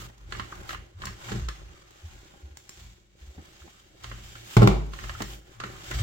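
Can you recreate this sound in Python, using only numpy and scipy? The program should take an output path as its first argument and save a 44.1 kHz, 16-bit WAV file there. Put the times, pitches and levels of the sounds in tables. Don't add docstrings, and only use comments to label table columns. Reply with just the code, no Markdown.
import sys
import numpy as np
from scipy import signal
from scipy.fft import rfft, irfft, next_fast_len
from scipy.io import wavfile
from scipy.ndimage import uniform_filter1d

SR = 44100
rng = np.random.default_rng(int(sys.argv[2]) if len(sys.argv) > 2 else 0)


def materialize(psi):
    bounded = np.clip(np.atleast_2d(psi).T, -1, 1)
    quanta = np.round(bounded * 32767).astype(np.int16)
    wavfile.write(sys.argv[1], SR, quanta)


N = 265658
TIME = np.arange(N) / SR

# (fastest moment [s], speeding up [s], slowing down [s], hiss [dB], sheen [dB], drag [dB])
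STROKES = [(0.015, 0.052, 0.049, -51, -54, -50), (0.2, 0.26, 0.39, -72, -96, -66.5),
           (0.344, 0.048, 0.15, -55, -83, -52.5), (0.55, 0.085, 0.26, -59, -85, -53.5),
           (0.711, 0.025, 0.033, -47.5, -49.5, -60), (1.052, 0.05, 0.1, -55, -85, -51),
           (1.3, 0.095, 0.13, -49.5, -63.5, -47.5), (1.58, 0.25, 0.37, -63, -85, -61),
           (2.119, 0.25, 0.31, -62, -70.5, -62), (2.36, 0.11, 0.55, -72.5, -86, -69),
           (2.79, 0.14, 0.17, -59.5, -66.5, -66), (3.215, 0.04, 0.39, -65, -72, -67.5),
           (3.46, 0.06, 0.081, -66, -70, -65.5), (3.619, 0.16, 0.31, -62, -69.5, -65),
           (4.079, 0.084, 0.22, -57, -65, -58), (4.3, 0.12, 0.5, -56.5, -62, -63.5),
           (4.53, 0.057, 0.057, -48, -49.5, -55), (5.04, 0.12, 0.2, -52.5, -60, -52.5),
           (5.21, 0.052, 0.092, -53.5, -58, -61), (5.333, 0.063, 0.046, -52.5, -53.5, -54.5),
           (5.49, 0.089, 0.4, -65.5, -72.5, -64), (5.67, 0.051, 0.17, -59, -76, -52.5),
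           (5.99, 0.15, 0.25, -44.5, -51.5, -47)]
# (time [s], level [dB], pitch [Hz], rate of pitch fall [1/s])
SQUEAKS = [(0.524, -31, 1138, 56), (1.036, -31, 1063, 11), (3.618, -49, 1395, 4), (5.15, -34, 1335, 12),
           (5.613, -33, 1330, 5)]
# (time [s], level [dB], centre pitch [Hz], treble against that level [dB])
SLIPS = [(0.322, -29.5, 1600, -12.5), (0.349, -38.5, 1370, -29), (0.396, -28.5, 1430, -16),
         (0.6915, -30, 1140, -11.5), (0.7062, -32.5, 1360, -23), (0.7294, -33, 1150, -13),
         (0.746, -33.5, 1283, -32), (1.0184, -36.5, 1290, -10), (1.069, -32, 1320, -12),
         (1.286, -33, 1400, -23), (1.3187, -34.5, 1600, -9), (1.4853, -31.5, 1500, -10.5),
         (4.0417, -34.5, 1060, -8.5), (4.114, -36.5, 1610, -30), (4.354, -41.5, 1045, -10),
         (4.934, -39, 1070, -7.5), (4.9876, -36.5, 1127, -20), (5.0386, -38, 1340, -11.5),
         (5.0944, -31.5, 1520, -13.5), (5.203, -31.5, 1120, -29), (5.219, -32, 1680, -11),
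         (5.6003, -31.5, 1160, -11), (5.6369, -29, 1090, -15), (5.913, -29.5, 2010, -22)]
# (time [s], level [dB], centre pitch [Hz])
SNAPS = [(0.18, -47.5, 4180), (1.055, -23, 5300), (1.4866, -27, 4420), (1.907, -43, 8350),
         (2.571, -30, 6900), (2.6926, -29, 6640), (4.0369, -33, 3990), (4.673, -27.5, 7300),
         (5.2209, -21, 7600), (5.911, -26, 2900)]
# (time [s], strength [dB], contact length [s], rattle [dB])
BLOWS = [(1.319, -33, 0.0025, -38.5), (1.352, -30.5, 0.0028, -49), (4.569, -11, 0.0062, -12.5),
         (4.596, -11.5, 0.0089, -60), (4.62, -14, 0.00072, -21), (4.63, -27, 0.0018, -18.5),
         (4.649, -31, 0.002, -29), (4.675, -20, 0.00049, -14.5), (4.756, -32, 0.011, -61),
         (5.204, -37.5, 0.00085, -40), (5.638, -47.5, 0.00033, -40)]
# (time [s], sway [dB], hollow hum [dB])
TUGS = [(0.04, -53.5, -48.5), (0.28, -49.5, -55.5), (0.39, -48.5, -44.5), (0.61, -52, -52),
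        (0.78, -50.5, -51.5), (1.08, -48.5, -45), (1.33, -59, -43), (1.66, -53, -58), (2.16, -56, -59.5),
        (2.86, -53.5, -56), (4.122, -48, -46), (4.26, -53.5, -54.5), (4.41, -63, -51.5),
        (5.07, -43.5, -46.5), (5.2, -54, -47.5), (5.33, -55, -54), (5.65, -66, -46), (5.78, -71, -53),
        (5.981, -41.5, -37.5)]
# (time [s], level [dB], pitch [Hz])
PUSHES = [(0.943, -39.5, 89.8), (1.408, -23.5, 58.6), (1.457, -31.5, 55.3), (2.03, -34.5, 81),
          (2.425, -36, 69), (2.499, -42, 73), (3.209, -40, 62.5), (3.266, -37.5, 64.4), (3.362, -40, 79),
          (3.608, -44.5, 72.4), (5.936, -28, 64), (5.991, -19, 111.4)]
# (time [s], level [dB], fade time [s], rasp against that level [dB])
SCUFFS = [(0.096, -46, 0.05, 2.5), (0.731, -36.5, 0.019, 6), (1.307, -36.5, 0.17, -10),
          (2.337, -49, 0.069, -1), (3.378, -40.5, 0.13, -7.5), (3.676, -47, 0.05, 4),
          (5.203, -30.5, 0.064, -2.5), (5.217, -36, 0.093, -1)]

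# (pitch [Hz], level [dB], fade time [s])
SHELL_MODES = [(1058, 0.5, 0.043), (1210, -0.5, 0.048), (1353, 0, 0.043), (1705, -5.5, 0.078),
               (1877, -7, 0.087), (1994, -8.5, 0.097), (2970, 0, 0.08)]
RIB_MODES = [(3480, -6, 0.055), (4320, -3, 0.03), (5410, -2.5, 0.035), (6790, -10.5, 0.036),
             (7370, -3, 0.032)]
# (pitch [Hz], level [dB], fade time [s], left-right phase [rad])
BODY_MODES = [(52.84, 1.5, 0.76, 0.38), (118.5, 3, 0.3, 0.13), (148.4, -5.5, 0.61, 0.27),
              (199, 6.5, 0.21, 0.44), (281, -17.5, 0.31, 2), (320, -4.5, 0.48, 0.22),
              (409.8, 0.5, 0.21, 1.15), (443, 3, 0.087, 1.9), (778, -13, 0.26, 1.8), (814, -5.5, 0.25, 2.5),
              (1070, -3, 0.11, 1.7), (1367, -1.5, 0.1, 2.36)]

# (frequency [Hz], level [dB])
HISS_COLOUR = [(1200, -6), (2200, 0.5), (3200, 3), (4700, -2), (6000, -2.5), (7400, -1.5), (8200, -9),
               (9200, -33), (11000, -32)]
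SHEEN_COLOUR = [(6500, -48), (8200, 6), (9300, 4.5), (10800, -2.5), (12500, 3.5), (16000, 3.5)]
DRAG_COLOUR = [(450, -24.5), (790, 7.5), (900, -3.5), (1060, 3), (1190, -2.5), (1340, 2), (1540, 1.5),
               (1860, -2.5), (2300, -4.5), (3600, -22)]
WALL_COLOUR = [(170, 2), (260, -5), (315, 4.5), (365, 8), (420, -1), (490, -3.5), (560, 1.5), (700, -12.5),
               (1000, -51)]
TICK_COLOUR = [(500, -2), (850, -8), (1100, -1), (1400, 5), (1850, 2), (2300, -5), (2850, -0.5),
               (4000, -31), (6000, -34)]
TICK_EDGE_COLOUR = [(1800, -8), (2900, 1.5), (4000, 3.5), (5000, -5), (7400, -7), (9500, -21), (16000, -67)]
SNAP_COLOUR = [(700, -0.5), (3000, -3.5), (5400, -4.5), (6800, 3), (8500, -5), (11000, -15.5), (15500, -8)]
RATTLE_COLOUR = [(35, -11), (120, 9.5), (220, -2), (380, 6.5), (520, -1.5), (850, -2), (1300, -6),
                 (1600, -13), (4000, -18.5), (5200, -22), (7500, -24.5), (10000, -37), (16000, -34)]
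SWAY_COLOUR = [(24, -24), (36, -21), (46, 31), (53, 33), (62, 17), (80, 26.5), (115, -80)]
HOLLOW_COLOUR = [(70, -69), (98, -20), (114, 13), (135, -10.5), (155, -11.5), (175, -11), (198, -5.5),
                 (240, -25), (330, -59)]
SCUFF_COLOUR = [(80, -31), (160, 11.5), (320, 3), (540, -9.5), (1400, -60)]
RASP_COLOUR = [(450, -28), (790, 7.5), (1000, -9), (1500, -9), (2400, -13), (5000, -48)]

# (frequency [Hz], correlation [-1 to 1])
EAR_LIKENESS = [(60, 0.95), (130, 0.93), (290, 0.67), (450, 0.11), (680, -0.18), (1400, -0.3),
                (3000, -0.076), (15000, -0.08)]
# (frequency [Hz], left minus right [dB])
SIDE_LEAN = [(100, 0), (380, 0), (700, 0), (1300, -0.5), (3000, -0.3), (9000, -2)]
# (frequency [Hz], fade time [s])
ROOM_FADE = [(150, 0.64), (600, 0.063), (2500, 0.39), (10000, 0.36)]


def cloth(hiss, sheen, drag):
    fibres = hiss * from_db(5.5) * roaming_friction(HISS_COLOUR, grain_db=1.8)
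    fine = sheen * from_db(1.5) * friction(SHEEN_COLOUR, grain_db=0.5)
    shell = drag * from_db(3) * roaming_friction(DRAG_COLOUR, grain_db=1.5)
    wall_gain = drag ** 0.71 * from_db(-14 + 2 * wander(per_s=25))
    wall = wall_gain * friction(WALL_COLOUR, grain_db=4)
    flicker = from_db(1.22 * wander(per_s=90))
    return (fibres + fine + shell) * flicker + wall


def wiping_effort(rest_db=(-75, -87, -78)):
    power = from_db(rest_db)[:, None] ** 2
    for s, rise_s, fall_s, *levels_db in STROKES:
        span_s = np.where(TIME < s, rise_s, fall_s)
        roundness = 1.33 + 2 * span_s
        speed = np.exp(-np.minimum(np.abs(TIME - s) / span_s, 10) ** roundness)
        power = power + (from_db(levels_db)[:, None] * np.maximum(speed, 1e-9)) ** 2
    return np.sqrt(power)


def friction(colour, grain_db=0, ripple_db=2.2, ripple_step_hz=110):
    size = next_fast_len(N)
    hz = np.arange(size // 2 + 1) * SR / size
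    grains = from_db(grain_db * np.minimum(rng.exponential(1, size // 16 + 1), 6))
    middle, side = rfft(rng.standard_normal((2, size)) * grains.repeat(16)[:size])
    alike = np.clip(at_hz(EAR_LIKENESS, hz), -.99, .99)
    ears = np.sqrt(1 + alike) * middle + np.sqrt(1 - alike) * side * [[1], [-1]]
    steps_hz = np.arange(0, SR / 2, ripple_step_hz)
    ripple = np.interp(hz, steps_hz, ripple_db * rng.standard_normal(len(steps_hz)) * (steps_hz > 600))
    spectrum = ears * from_db(at_hz(colour, hz) + ripple) * panned(at_hz(SIDE_LEAN, hz))
    return unit_level(irfft(spectrum, size)[:, :N])


def roaming_friction(colour, grain_db, spots=4):
    shares = from_db([10 * wander(per_s=9) for _ in range(spots)])
    shares = shares / np.sqrt(np.sum(shares ** 2, axis=0))
    return sum(share * friction(colour, grain_db, ripple_db=3.4) for share in shares)


def snags(effort, colour, per_s, level_db, fade_s):
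    chance, size = rng.random(N), rng.standard_normal(N)
    at = np.flatnonzero(chance < per_s / SR)
    return effort * friction(colour) * bursts(at / SR, level_db + 3 * size[at], .001, fade_s)


def squeaks(swell_s=0.00236, roughness=0.15):
    out, t = np.zeros((2, N)), TIME[:SR // 30]
    jitter = roughness * wander(per_s=2000)
    for s, db, hz, fall_per_s in SQUEAKS:
        uneven = jitter[int(s * SR):][:len(t)]
        pitch_hz = hz * np.exp(-fall_per_s * (t - 2 * swell_s) + uneven)
        phase = 2 * np.pi * np.cumsum(pitch_hz) / SR
        swell = t / swell_s * np.exp(1 - t / swell_s + uneven)
        add(out, s, from_db(db) * swell * np.sin(phase + np.array([[0], [1.2]])))
    return out


def ticks(rise_s=0.00068, scrape_fade_s=0.042):
    out, t = np.zeros((2, N)), TIME[:SR // 6]
    scrape, edge = friction(TICK_COLOUR), friction(TICK_EDGE_COLOUR)
    onset = 1 - np.exp(-t / rise_s)
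    for s, db, centre_hz, treble_db in SLIPS:
        ring = from_db(-4.5) * ringing(SHELL_MODES, centre_hz, t, spread_octaves=0.64, uneven_db=3.5)
        here = (int(s * SR) + np.arange(len(t))) % N
        crack = from_db(0.5) * scrape[:, here] + from_db(8 + treble_db) * edge[:, here]
        add(out, s, from_db(db) * panned(-2.5) * onset * (ring + crack * fade(t, scrape_fade_s)))
    return out


def snaps(click_db=-4.5, ring_db=-9.5):
    times, levels_db, _ = np.transpose(SNAPS)
    out = friction(SNAP_COLOUR) * bursts(times, levels_db + click_db, rise_s=0.00042, fade_s=0.019)
    for s, db, centre_hz in SNAPS:
        ping = ringing(RIB_MODES, centre_hz, TIME[:SR // 10], spread_octaves=0.41, uneven_db=1.3)
        add(out, s, from_db(db + ring_db) * ping)
    return out


def ringing(modes, centre_hz, t, spread_octaves, uneven_db):
    hz, mode_db, fade_s = np.transpose(modes)
    tones = fade(t, fade_s[:, None]) * np.exp(2j * np.pi * hz[:, None] * t)
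    nearness = np.exp(-(np.log2(hz / centre_hz) / spread_octaves) ** 2 / 2)
    strengths = nearness * from_db(mode_db + uneven_db * rng.standard_normal((2, len(hz))))
    phases = np.exp(2j * np.pi * rng.random(strengths.shape))
    return np.imag((strengths * phases) @ tones)


def knocks(level_db=-1.5, rebound_s=0.01716, rebound_db=-10.5, rebound_contact_s=0.0046):
    force, out = np.zeros((1, N)), np.zeros((2, N))
    for s, db, contact_s, _ in BLOWS:
        rebound = (s + rebound_s, db + rebound_db, rebound_contact_s)
        for at, strength_db, length_s in ((s, db, contact_s), rebound):
            pulse = np.hanning(max(int(length_s * SR), 3))
            add(force, at - length_s / 2, from_db(strength_db + level_db) * pulse / pulse.sum())
    for hz, db, fade_s, ear_phase in BODY_MODES:
        pole = fade(1 / SR, fade_s) * np.exp(2j * np.pi * hz / SR)
        ring = signal.lfilter([1], [1, -pole], force[0] + 1e-18)
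        ears = np.imag(ring * np.exp(.5j * ear_phase * np.array([[1], [-1]])))
        out += from_db(db) * panned(at_hz(SIDE_LEAN, hz)) * ears
    return filtered(out, 6, [50, 2000], "band")


def rattle(crack_db=6, tail_db=-8):
    s, _, _, db = np.transpose(BLOWS)
    crack = friction(RATTLE_COLOUR, grain_db=2) * bursts(s - .002, db + crack_db, .001, fade_s=.045)
    tail = friction(RATTLE_COLOUR, grain_db=1.5) * bursts(s, db + tail_db, .0021, fade_s=.46)
    return (crack + filtered(tail, 1, 3000, "low")) * panned(-0.11)


def grip_rumble(tug_width_s=0.078, rest_db=-70):
    power = from_db(rest_db) ** 2
    for s, *levels_db in TUGS:
        swell = np.exp(-2 * np.minimum(((TIME - s) / tug_width_s) ** 2, 20))
        power = power + from_db(levels_db)[:, None] ** 2 * swell
    sway_gain, hollow_gain = np.sqrt(power)
    sway = sway_gain * from_db(6) * steadied(friction(SWAY_COLOUR), span_s=0.05)
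    hollow = hollow_gain * from_db(1.5) * steadied(friction(HOLLOW_COLOUR), span_s=0.0108)
    return sway + hollow


def palm_pushes(swell_s=0.023):
    out, t = np.zeros((2, N)), TIME[:SR // 3]
    swell = (t / swell_s) ** 2 * np.exp(2 - 2 * t / swell_s)
    for s, db, hz in PUSHES:
        add(out, s, from_db(db) * swell * np.sin(2 * np.pi * hz * t))
    return out


def finger_scuffs(rise_s=0.0017):
    bump_power = rasp_power = 0
    for s, db, fade_s, rasp_db in SCUFFS:
        bump_power += bursts([s], [db], rise_s, fade_s) ** 2
        rasp_power += bursts([s], [db + rasp_db], rise_s, fade_s) ** 2
    bump = np.sqrt(bump_power) * steadied(friction(SCUFF_COLOUR), span_s=0.0082)
    return bump + np.sqrt(rasp_power) * friction(RASP_COLOUR)


def kitchen(x, echo_db):
    t, echo = TIME[:SR // 2], 0
    edges_hz = np.geomspace(120, 16000, 8)
    for low, high in zip(edges_hz, edges_hz[1:]):
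        band = filtered(rng.standard_normal((2, len(t))), 2, [low, high], "band")
        echo = echo + band * fade(t, at_hz(ROOM_FADE, np.sqrt(low * high)))
    echo = echo * (t > .004)
    echo = echo / np.sqrt(np.sum(echo ** 2) / 2)
    return x + from_db(echo_db) * signal.fftconvolve(x, echo, axes=1)[:, :N]


def bursts(times, levels_db, rise_s, fade_s):
    power, t = np.zeros((1, N)), TIME[:SR // 2]
    for s, db in zip(times, levels_db):
        burst = from_db(db) * fade(t, fade_s) * (1 - np.exp(-t / rise_s))
        add(power, s, burst ** 2)
    return np.sqrt(power)


def steadied(x, span_s):
    power = uniform_filter1d(np.mean(x ** 2, axis=0), max(int(span_s * SR), 2))
    return unit_level(x / np.sqrt(power + 0.026))


def wander(per_s):
    times = np.arange(0, 8, 1 / per_s)
    return unit_level(np.interp(TIME, times, rng.standard_normal(len(times))))


def fade(t, fade_s):
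    return from_db(-60 * t / fade_s)


def filtered(x, order, hz, kind):
    return signal.sosfilt(signal.butter(order, hz, kind, fs=SR, output="sos"), x)


def from_db(db):
    return 10 ** (np.asarray(db) / 20)


def unit_level(x):
    return x / np.sqrt(np.mean(x ** 2) + 1e-20)


def at_hz(table, hz):
    row_hz, values = np.transpose(table)
    return np.interp(np.log(np.maximum(hz, 1)), np.log(row_hz), values)


def panned(db):
    return from_db(np.array([[.5], [-.5]]) * db)


def add(out, s, sound):
    i = max(int(s * SR), 0)
    out[:, i:i + sound.shape[-1]] += sound[..., :max(N - i, 0)]


def scene():
    hiss, sheen, drag = wiping_effort()
    wiping = cloth(hiss, sheen, drag)
    handling = grip_rumble() + palm_pushes() + finger_scuffs()
    contacts = ticks() + snaps() + squeaks()
    contacts += snags(drag, DRAG_COLOUR, per_s=9, level_db=3, fade_s=.04)
    contacts += snags(hiss, SNAP_COLOUR, per_s=22, level_db=7, fade_s=.012)
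    bumps = knocks() + kitchen(rattle(), echo_db=-9)
    return wiping + handling + bumps + kitchen(contacts, echo_db=-6.5)


def record(dry):
    treble_cut = signal.ellip(10, .1, 80, 15900, fs=SR, output="sos")
    return signal.sosfilt(treble_cut, np.clip(dry, -.92, .92))


dry = scene()
out = record(dry)
materialize(out)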